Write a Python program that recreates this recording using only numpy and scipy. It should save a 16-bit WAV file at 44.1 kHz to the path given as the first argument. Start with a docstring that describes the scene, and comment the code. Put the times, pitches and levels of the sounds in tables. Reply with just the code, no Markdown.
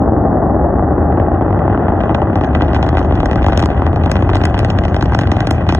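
"""In the open, far from the pad: a large rocket climbs away, heard on a phone in stereo. Plume: slow eddies
rumble (shaped noise and a narrow core); a dense train of shocks merges into a roar. On the climb the rumble
grows, the roar recedes and shock fronts steepen into crackle. The strongest shocks are single pops: a crack
with noisy scatter, a thump behind, a ragged rasp trailing."""
import sys
import numpy as np
from scipy import signal
from scipy.fft import rfft, irfft, next_fast_len
from scipy.io import wavfile
from scipy.ndimage import uniform_filter1d, minimum_filter1d

SR = 44100
rng = np.random.default_rng(int(sys.argv[2]) if len(sys.argv) > 2 else 0)


def generate_wav(sig):
    """Save sig (samples, or channels by samples) to the path in sys.argv[1] as 16-bit PCM at SR."""
    pcm = np.round(np.clip(np.atleast_2d(sig).T, -1, 1) * 32767).astype(np.int16)
    wavfile.write(sys.argv[1], SR, pcm)


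N = 255513  # samples

# Spectrum of the broad rumble. Each row: frequency in Hz, relative density in dB per Hz.
RUMBLE_SPECTRUM = [(15, -41.5), (31, -19.5), (48, -5.5), (65, -3), (88, -7.5), (110, -4.5), (140, -10),
                   (200, -14.5), (500, -69.5), (1500, -100)]
# Narrow core of the rumble. Each row: time in s, level in dB before the drone trim, centre in Hz.
DRONE_TRACK = [(0, -18.5, 74.01), (0.799, -18.5, 69.94), (1.199, -19.5, 85.07), (1.6, -19.5, 92.04),
               (2.098, -28, 77.54), (2.499, -18.5, 71.89), (2.801, -15.5, 71.9), (3.05, -16.5, 82.2),
               (3.3, -17, 71.07), (3.65, -17.5, 73.02), (4.0, -17.5, 82.58), (4.5, -16, 90.9),
               (4.85, -18.5, 88.85), (5.08, -17.5, 72), (5.24, -14.5, 91.4), (5.4, -17.5, 84.9),
               (5.58, -21, 79.8), (5.76, -13.5, 86.4)]
# Spectrum of the roar. Each row: frequency in Hz, relative density in dB per Hz.
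ROAR_SPECTRUM = [(40, -25), (110, -10.5), (180, -1.5), (240, 0), (320, 2.5), (420, -4), (520, -6),
                 (620, -3.5), (740, -2), (820, -2.5), (910, -11.5), (1120, -12), (1500, -19), (1800, -23.5),
                 (1980, -27.5), (2130, -43.5), (2400, -36), (2800, -49.5), (3300, -51), (4300, -66),
                 (6000, -70.5), (8000, -84.5), (9200, -90)]
# Steepening of the shock fronts. Each row: time in s, crackle level in dB before the crackle trim.
CRACKLE_TRACK = [(0.02, -67), (0.79, -69), (1.3, -59.5), (2.24, -52.5), (3.0, -51), (3.62, -46.5),
                 (3.93, -50.5), (4.35, -48.5), (5.18, -49.5), (5.77, -50)]
# Spectrum of shock fronts, cracks and rasp. Each row: frequency in Hz, relative density in dB per Hz.
CRACK_SPECTRUM = [(100, -27), (500, -1.5), (800, -4), (920, -4), (1100, -6.5), (1550, 7), (1780, -1.5),
                  (1980, 4), (2140, -10.5), (2400, 3), (2700, -1), (3200, -2), (3700, -6), (4200, -7),
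                  (4450, -10), (4700, -8.5), (5200, -13.5), (5550, -6), (5850, -15.5), (6500, -11.5),
                  (7700, -18.5), (8500, -17), (11000, -16.5), (14500, -23), (17000, -42)]
# Shocks heard singly. Each row: time in s, crack in dB and thump in dB before their trims,
# edge in Hz above which the crack is dull.
POP_EVENTS = [(0.7935, -51.5, -10.5, 2570), (1.1229, -37, -21, 2570), (1.1733, -40, -12, 2520),
              (1.1994, -32.5, -2.5, 2590), (1.4097, -46, -7.5, 2570), (1.4212, -41, -11.5, 2790),
              (1.5064, -37.5, -7.5, 2550), (1.5275, -36, -8.5, 2670), (1.5924, -33, -15.5, 2320),
              (1.6781, -38.5, -6, 2660), (1.6963, -42.5, -15, 2640), (1.7755, -35.5, -6, 3310),
              (1.8826, -31.5, -8.5, 3000), (1.92, -41, -13, 3000), (2.005, -26, -10.5, 3500),
              (2.0112, -32, -14.5, 3000), (2.0364, -26, -7.5, 2700), (2.0943, -25, -8.5, 2660),
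              (2.1475, -17.5, -7.5, 4070), (2.2179, -30, -8.5, 3560), (2.3568, -26, -9, 5420),
              (2.4113, -26, -10, 4700), (2.4378, -24, -17, 4070), (2.4459, -28.5, -11, 4520),
              (2.5327, -35, -18, 3960), (2.5511, -14, -7.5, 3400), (2.6006, -32, -14, 3370),
              (2.6088, -23.5, -11, 2820), (2.6215, -19.5, -9.5, 4300), (2.6485, -32, -19, 4060),
              (2.683, -33, -15, 3800), (2.7037, -31.5, -16.5, 3540), (2.733, -25.5, -8, 3980),
              (2.747, -20.5, -9.5, 4680), (2.7632, -24.5, -12.5, 4100), (2.8281, -17, -8.5, 5500),
              (2.865, -29.5, -8.5, 5130), (2.891, -23.5, -13, 4900), (2.9282, -35, -7.5, 4000),
              (2.952, -31, -13.5, 3900), (2.971, -18.5, -9, 3570), (2.9814, -22, -13, 4630),
              (2.992, -25.5, -13, 5400), (3.028, -33.5, -15, 4300), (3.047, -33, -13.5, 4500),
              (3.109, -31, -11.5, 3060), (3.124, -28, -7.5, 4320), (3.154, -28, -32, 6000),
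              (3.2034, -21.5, -11, 5020), (3.2311, -26.5, -5, 3510), (3.2582, -25.5, -8.5, 5950),
              (3.313, -19, -8.5, 5480), (3.3316, -22.5, -14, 4080), (3.3582, -25.5, -7, 5500),
              (3.4206, -30, -9.5, 4030), (3.4298, -22.5, -23.5, 4140), (3.4439, -23, -8, 4500),
              (3.4649, -15, -3.5, 4700), (3.484, -24, -6, 5800), (3.5231, -23, -6, 4130),
              (3.532, -24, -9.5, 4620), (3.559, -26.5, -27, 3200), (3.576, -9.5, -1.5, 10240),
              (3.5945, -21, -14, 6750), (3.6016, -24, -12, 7400), (3.6275, -18.5, -6.5, 6260),
              (3.6371, -23.5, -11, 5240), (3.6586, -21, -14.5, 7600), (3.7024, -26.5, -13, 3780),
              (3.7773, -33, -25, 2980), (3.82, -28, -8, 3110), (3.8662, -24.5, -10.5, 3800),
              (3.9305, -29, -5.5, 4530), (3.9604, -27.5, -11.5, 4670), (4.0367, -24, -16, 4060),
              (4.0609, -22.5, -9, 4460), (4.097, -27.5, -14, 4640), (4.1159, -14.5, -9.5, 9360),
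              (4.1562, -21, -6, 5040), (4.1673, -19, -14.5, 4400), (4.2244, -25, -7, 5270),
              (4.292, -21, -8, 3950), (4.3, -24.5, -12.5, 4500), (4.3341, -22.5, -11, 3480),
              (4.3485, -20, -13.5, 4640), (4.3553, -15, -4, 7500), (4.3672, -22.5, -17, 5500),
              (4.4152, -23.5, -14, 4480), (4.4388, -18, -10.5, 5200), (4.454, -15, -12, 9200),
              (4.5435, -21.5, -10.5, 4070), (4.5507, -25, -19.5, 4450), (4.578, -24.5, -16.5, 4300),
              (4.5921, -15.5, -11.5, 8600), (4.648, -16, -7, 6640), (4.7026, -17, -10.5, 5600),
              (4.7882, -19.5, -12, 4300), (4.838, -25, -19, 4300), (4.853, -21, -10.5, 5600),
              (4.882, -26, -13.5, 4730), (4.9445, -20, -10, 5230), (4.9658, -21, -10.5, 6160),
              (5.0111, -23.5, -14, 4780), (5.0258, -16.5, -6, 6400), (5.0579, -25.5, -14, 4230),
              (5.1215, -33, -11, 4100), (5.135, -26, -16.5, 4630), (5.1488, -17.0, -7.5, 6260),
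              (5.1903, -15, -8.5, 6800), (5.212, -23, -19, 5700), (5.235, -26.5, -12, 4200),
              (5.2731, -22.5, -13.5, 4500), (5.3189, -12.5, -1, 5800), (5.368, -22, -10, 4610),
              (5.391, -29, -15.5, 3800), (5.406, -16.5, -12.5, 6760), (5.4716, -15, -8.5, 7700),
              (5.5102, -12, -2.5, 11400), (5.6666, -32, -12.5, 3920), (5.6908, -16, -8.5, 5200),
              (5.7243, -16.5, -3.5, 8100), (5.7493, -18, -8, 8150)]
# What rings after a shock, the lows last. Each row: frequency in Hz before the pitch spread,
# time to swell in s, relative level in dB.
THUMP_MODES = [(91, .0133, -10), (272, 0.00378, -3), (731, 0.001346, 3), (1050, 0.000826, 0.5),
               (1450, 0.00051, -7)]
# Differences between the two channels. Each row: frequency in Hz, left minus right in dB, left lead in radians.
CHANNEL_DIFFERENCES = [(60, 1, 0), (250, 1.6, -.1), (380, .5, 0), (490, 2, .8), (570, 8, 0), (630, 5, -.5),
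                       (800, 0, -.2), (950, 0, 0), (1100, 2, -.1), (1380, 0, -.7), (1600, 0, 0), (2100, 0, 0),
                       (2200, 0, 3), (2450, 0, 2.8), (3200, 0, 2.1), (4100, 0, 2.6), (4800, 0, 3),
                       (5600, 0, 2), (6200, 0, .3), (9000, 0, .6), (10000, 0, 2.3), (13000, 0, 2.3),
                       (14500, 0, .8)]

# the largest eddies gain weight as the plume turns towards the listener
RUMBLE_DB, RUMBLE_GAIN_DB, TURN_FROM_TO_S = -17.5, 2.4, (1.8, 2.9)
# the deepest bass swells once against the upper rumble, before levelling
DEEP_AT_S, DEEP_WIDTH_S, DEEP_SWELL_DB, DEEP_BELOW_HZ = 3.2, 0.27, 12.5, 48.6
SHOCKS_PER_S = 1200  # weak shocks that merge into the roar
ROAR_START_DB, ROAR_DB_PER_S = -12.5, -1.3058
CRACKLE_TAIL_DB, CRACKLE_TAIL_T60_S = -1, .045
# single crack: build-up before the front, spread of the folds, 60 dB die-away before its random spread
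LEAD_S, FOLD_SPREAD_S, TAIL_S = .012, .0009, .02
FOLDS_APART = 0.3  # spread of the fold part that differs between channels, relative to the common part
TOP_HZ = 15800


def undb(db):
    """Decibels to amplitude gain."""
    return 10 ** (np.asarray(db) / 20)


def across(rows, hz, axis=1):
    """One column of a frequency table, interpolated on a log axis."""
    rows = np.array(rows)
    return np.interp(np.log(hz + 1), np.log(rows[:, 0]), rows[:, axis])


def response(spectrum, size=8192):
    """Minimum-phase impulse response of a spectrum via the folded cepstrum, peak 1."""
    gains = undb(across(spectrum, np.fft.rfftfreq(size, 1 / SR)))
    cepstrum = irfft(np.log(gains))
    cepstrum[1:size // 2] *= 2
    cepstrum[size // 2 + 1:] = 0
    impulse = irfft(np.exp(rfft(cepstrum)))
    return impulse / np.abs(impulse).max()


def through(x, impulse):
    """Causal convolution, cut to the scene length."""
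    return signal.fftconvolve(x, impulse)[:N]


def filtered(x, order, edge_hz, kind="lowpass"):
    """Causal Butterworth filter."""
    return signal.sosfilt(signal.butter(order, edge_hz, kind, fs=SR, output="sos"), x)


def lowpass_both_ways(x, edge_hz):
    """Zero-phase low-pass."""
    return signal.sosfiltfilt(signal.butter(2, edge_hz, fs=SR, output="sos"), x)


def split(x, edge_hz):
    """Parts of a sound below and above an edge; they sum to the input."""
    low = lowpass_both_ways(x, edge_hz)
    return low, x - low


def steady(x, span_s):
    """Hold the running rms near 1."""
    power = uniform_filter1d(x ** 2, int(span_s * SR) + 1)
    return x / np.sqrt(np.abs(power) + 1e-18)


def walk(turns_per_s):
    """Random line through unit-spread points, turning at a given rate."""
    points = rng.standard_normal(N // 20)
    return np.interp(turns_per_s * np.arange(N) / SR, np.arange(len(points)), points)


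def impulses(times, sizes):
    """One spike per shock."""
    return np.bincount(np.clip(times * SR, 0, N).astype(int), sizes, N + 1)[:N]


def add(out, time_s, sound):
    """Mix a short sound in at its time."""
    start = int(time_s * SR)
    out[:, start:start + sound.shape[-1]] += sound


def rumble(deep_db, surge_db, surges_per_s):
    """Largest plume eddies: a broad hump of bass noise with random surges in level."""
    t = np.arange(N) / SR
    noise = through(rng.standard_normal(N), response(RUMBLE_SPECTRUM))
    deep, upper = split(noise, DEEP_BELOW_HZ)
    swell_db = DEEP_SWELL_DB * np.exp(-((t - DEEP_AT_S) / DEEP_WIDTH_S) ** 2)
    eddies = upper + deep * undb(deep_db + swell_db)
    turned = np.interp(t, TURN_FROM_TO_S, (0, 1))
    level_db = RUMBLE_DB + RUMBLE_GAIN_DB * turned + surge_db * walk(surges_per_s)
    return steady(eddies, span_s=0.064) * undb(level_db)


def drone(width_hz, drone_db):
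    """Narrow core of the rumble: eddies shed at nearly one rate, which wanders as the plume swings."""
    t = np.arange(N) / SR
    times, levels_db, centres_hz = np.transpose(DRONE_TRACK)
    # one second of filter run-in is dropped
    slow = filtered(rng.standard_normal((2, N + SR)), 2, width_hz / 2)[:, SR:]
    phase = 2 * np.pi * np.cumsum(np.interp(t, times, centres_hz)) / SR
    core = slow[0] * np.cos(phase) + slow[1] * np.sin(phase)
    return steady(core, span_s=0.12) * undb(np.interp(t, times, levels_db) + drone_db)


def shock_train(strongest):
    """Countless shocks at random times, exponential in size up to a cap."""
    chance = rng.random((int(SHOCKS_PER_S * N / SR), 2))
    times = chance[:, 0] * N / SR
    sizes = np.minimum(-np.log(1 - chance[:, 1]), strongest)
    return times, sizes


def roar(times, sizes, mixing_db):
    """Dense shocks merge with turbulent mixing noise; the layer recedes as the rocket climbs."""
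    shocks = impulses(times, sizes ** 1.71)
    flow = (shocks - shocks.mean()) / shocks.std() + undb(mixing_db) * rng.standard_normal(N)
    # a little comes back from the land around, unrelated in the two channels
    flow = flow + undb(-11.0) * rng.standard_normal((2, N))
    coloured = np.array([through(port, response(ROAR_SPECTRUM)) for port in flow])
    opened = brighten(coloured, edge_hz=1000, dull_db=-9.5, clear_s=1.75)
    return steady(opened, span_s=0.089) * climb(ROAR_START_DB, ROAR_DB_PER_S)


def brighten(x, edge_hz, dull_db, clear_s):
    """Low over the ground the roar is dull; its top opens in the first moments of the climb."""
    body, top = split(x, edge_hz)
    dullness = np.maximum(1 - np.arange(N) / SR / clear_s, 0)
    return body + top * undb(dull_db * dullness)


def climb(start_db, db_per_s):
    """Gain of a layer that fades steadily as the rocket rises."""
    return undb(start_db + db_per_s * np.arange(N) / SR)


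def crackle(times, sizes, crackle_db, steepening, bursts_db):
    """Steep fronts of the same train, in bursts as single eddies pass down the plume."""
    eddies = rng.standard_normal(size=200)
    bursts = bursts_db * np.interp(times, np.linspace(0, N / SR, len(eddies)), eddies)
    level_db = np.interp(times, *np.transpose(CRACKLE_TRACK)) + bursts + crackle_db
    return fronts(times, sizes ** steepening * undb(level_db), sharp_db=-1, soft_hz=2870)


def fronts(times, sizes, sharp_db, soft_hz):
    """Shock fronts with tails: strong ones stay sharp, air rounds off the weak ones."""
    sharp = np.clip(sizes / undb(sharp_db), 0, 1)
    layers = []
    for share in (sharp, 1 - sharp):
        spikes = wrinkled(times, sizes * share, FOLD_SPREAD_S, count=6)
        layers.append(spikes + scatter(spikes, CRACKLE_TAIL_T60_S, CRACKLE_TAIL_DB, apart_db=-9.5))
    hard, soft = layers
    rounded = lowpass_both_ways(soft, soft_hz)
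    colour = response(CRACK_SPECTRUM)
    return np.array([through(port, colour) for port in hard + rounded])


def wrinkled(times, sizes, spread_s, count):
    """Turbulence folds each front: signed copies of random size crowd round it and colour it."""
    chance = rng.standard_normal((len(times), 2, count))
    fold_times = times[:, None] + spread_s * chance[:, 0]
    fold_sizes = sizes[:, None] * chance[:, 1]
    return impulses(times, sizes) + impulses(fold_times.ravel(), fold_sizes.ravel())


def scatter(spikes, t60_s, wet_db, apart_db):
    """Turbulent air smears each spike into a short noisy burst, partly different in each channel."""
    decay = undb(-120 * np.arange(SR // 4) / SR / t60_s)  # of power
    power = np.abs(uniform_filter1d(through(spikes ** 2, decay / decay.sum()), size=180))
    noise = rng.standard_normal(N) + undb(apart_db) * rng.standard_normal((2, N))
    return undb(wet_db) * np.sqrt(power) * noise


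def swept(depth_db, full_db, ahead_s, width_s):
    """A shock swallows weak ones it overtakes: the heavier its thump, the deeper the lull ahead of it."""
    times, _, thumps_db, _ = np.transpose(POP_EVENTS)
    t = np.arange(SR // 30) / SR
    lull = np.exp(-((t - 3 * width_s) / width_s) ** 2)
    weights = impulses(times - ahead_s - 3 * width_s, undb(thumps_db - full_db))
    return undb(depth_db * np.minimum(through(weights, lull), 1))


def rasp(rasp_db, follow, t60_s, edge_hz, rough_db, grains_per_s, patchy_db, count=14):
    """Scattered sound trails bright pops as a ragged rasp; crowded trails fuse into one surge."""
    times, cracks_db, _, edges_hz = np.transpose(POP_EVENTS)
    decay = undb(-120 * np.arange(SR // 2) / SR / t60_s)  # of power
    brightness = np.minimum(edges_hz / 6000, 1) ** 3
    power = np.abs(through(impulses(times, undb(2 * follow * cracks_db) * brightness), decay))
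    noise = rng.standard_normal(N) + undb(-5) * rng.standard_normal((2, N))
    noise = np.array([through(port, response(CRACK_SPECTRUM)) for port in noise])
    limits_hz = np.geomspace(2200, min(edge_hz, TOP_HZ), count + 1)
    ragged = np.zeros((2, N))
    for band_hz in zip(limits_hz, limits_hz[1:]):
        ragged += filtered(noise, 3, band_hz, "bandpass") * undb(patchy_db * walk(45))
    ragged *= undb(rough_db * walk(grains_per_s))
    return ragged / ragged.std() * np.sqrt(power) * undb(rasp_db)


def pops(crack_db, thump_db, pitch_spread, tail_spread, scatter_db):
    """Single strong shocks: a crack, the more scattered the duller it is, then a thump falling in pitch."""
    out = np.zeros((2, N + SR))
    colour = response(CRACK_SPECTRUM)
    for time_s, sharp_db, body_db, edge_hz in POP_EVENTS:
        pitch, length = np.exp(np.array([pitch_spread, tail_spread]) * rng.standard_normal(2))
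        tail_db = -scatter_db * np.log2(edge_hz / 7000)
        snap = crack(colour, edge_hz, tail_db, TAIL_S * length, fold_share=0.63)
        add(out, time_s - LEAD_S, undb(sharp_db + crack_db) * snap)
        add(out, time_s, undb(body_db + thump_db) * thump(pitch, size=3000))
    return out[:, :N]


def crack(colour, edge_hz, tail_db, tail_s, fold_share, count=6, size=3000):
    """One steep front amid folds and scatter, rounded above its edge; short-term treble rms peaks at 1."""
    lead = int(LEAD_S * SR)
    t = (np.arange(size) - lead) / SR
    front = np.zeros((2, size))
    folds = lead + FOLD_SPREAD_S * SR * rng.standard_normal(count)
    folds = np.clip(folds, 0, size - 1).astype(int)
    # folds come from slightly different directions, so the channels weigh them differently
    weights = rng.standard_normal(count) + FOLDS_APART * rng.standard_normal((2, count))
    front[:, folds] = fold_share * weights
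    front[:, lead] = 1
    burst = undb(-60 * np.maximum(t / tail_s, -t / LEAD_S))
    noise = rng.standard_normal(size) + undb(-7.5) * rng.standard_normal((2, size))
    wave = front + undb(tail_db) * noise * burst / np.linalg.norm(burst)
    wave = filtered(wave, 3, min(edge_hz, TOP_HZ))
    wave = signal.fftconvolve(wave, colour[None, :size])[:, :size]
    treble = filtered(wave, 4, (2300, 4500), "bandpass")
    power = uniform_filter1d((treble ** 2).mean(axis=0), size=60, mode="constant")
    return wave / np.sqrt(power.max())


def thump(pitch, size):
    """Body behind a shock: swelling modes, the lows last; pitch differs with the size of the eddy."""
    t = np.arange(size) / SR
    body = np.zeros(size)
    for hz, swell_s, db in THUMP_MODES:
        envelope = (t / swell_s * np.exp(1 - t / swell_s)) ** 2
        body += undb(db) * envelope * np.cos(2 * np.pi * pitch * hz * (t - swell_s))
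    return body


def scene():
    """Rumble, roar, crackle and pops from one far point in the sky."""
    bass = rumble(deep_db=-6.5, surge_db=0.1, surges_per_s=6.4) + drone(width_hz=11.4, drone_db=-0.36)
    times, sizes = shock_train(strongest=4.05)
    train = roar(times, sizes, mixing_db=-1.5)
    train = train + crackle(times, sizes, crackle_db=10.0, steepening=1.27, bursts_db=2.0)
    trails = rasp(rasp_db=-30, follow=0.76, t60_s=0.3, edge_hz=7800,
                  rough_db=3.0, grains_per_s=190, patchy_db=6.5)
    lulls = swept(depth_db=-7, full_db=-9.5, ahead_s=.003, width_s=.004)
    single = pops(crack_db=-3.5, thump_db=1.0, pitch_spread=0.07, tail_spread=0.85, scatter_db=5.5)
    return bass + (train + trails) * lulls + single


def stereo_differences(x):
    """Each band differs in level and phase between the left and right channels."""
    size = next_fast_len(N + SR // 4)
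    hz = np.fft.rfftfreq(size, 1 / SR)
    sides = np.array([[.5], [-.5]])
    level = undb(sides * across(CHANNEL_DIFFERENCES, hz, axis=1))
    shift = np.exp(1j * sides * across(CHANNEL_DIFFERENCES, hz, axis=2))
    return irfft(rfft(x, size) * level * shift, size)[:, :N]


def limiter(x, ceiling, hold_s):
    """Gain dips smoothly around every peak above the ceiling, both channels alike."""
    span = int(hold_s * SR) + 1
    gain = np.minimum(1, ceiling / (np.abs(x).max(axis=0) + 1e-9))
    return x * uniform_filter1d(minimum_filter1d(gain, span), span)


def record(dry):
    """Bass cut, left-right differences, limiter, then a steep top cut."""
    heard = stereo_differences(filtered(dry, 3, 28, "highpass"))
    held = limiter(heard, ceiling=.93, hold_s=.006)
    return signal.sosfilt(signal.ellip(8, .2, 70, TOP_HZ, fs=SR, output="sos"), held)


dry = scene()
out = record(dry)
generate_wav(out)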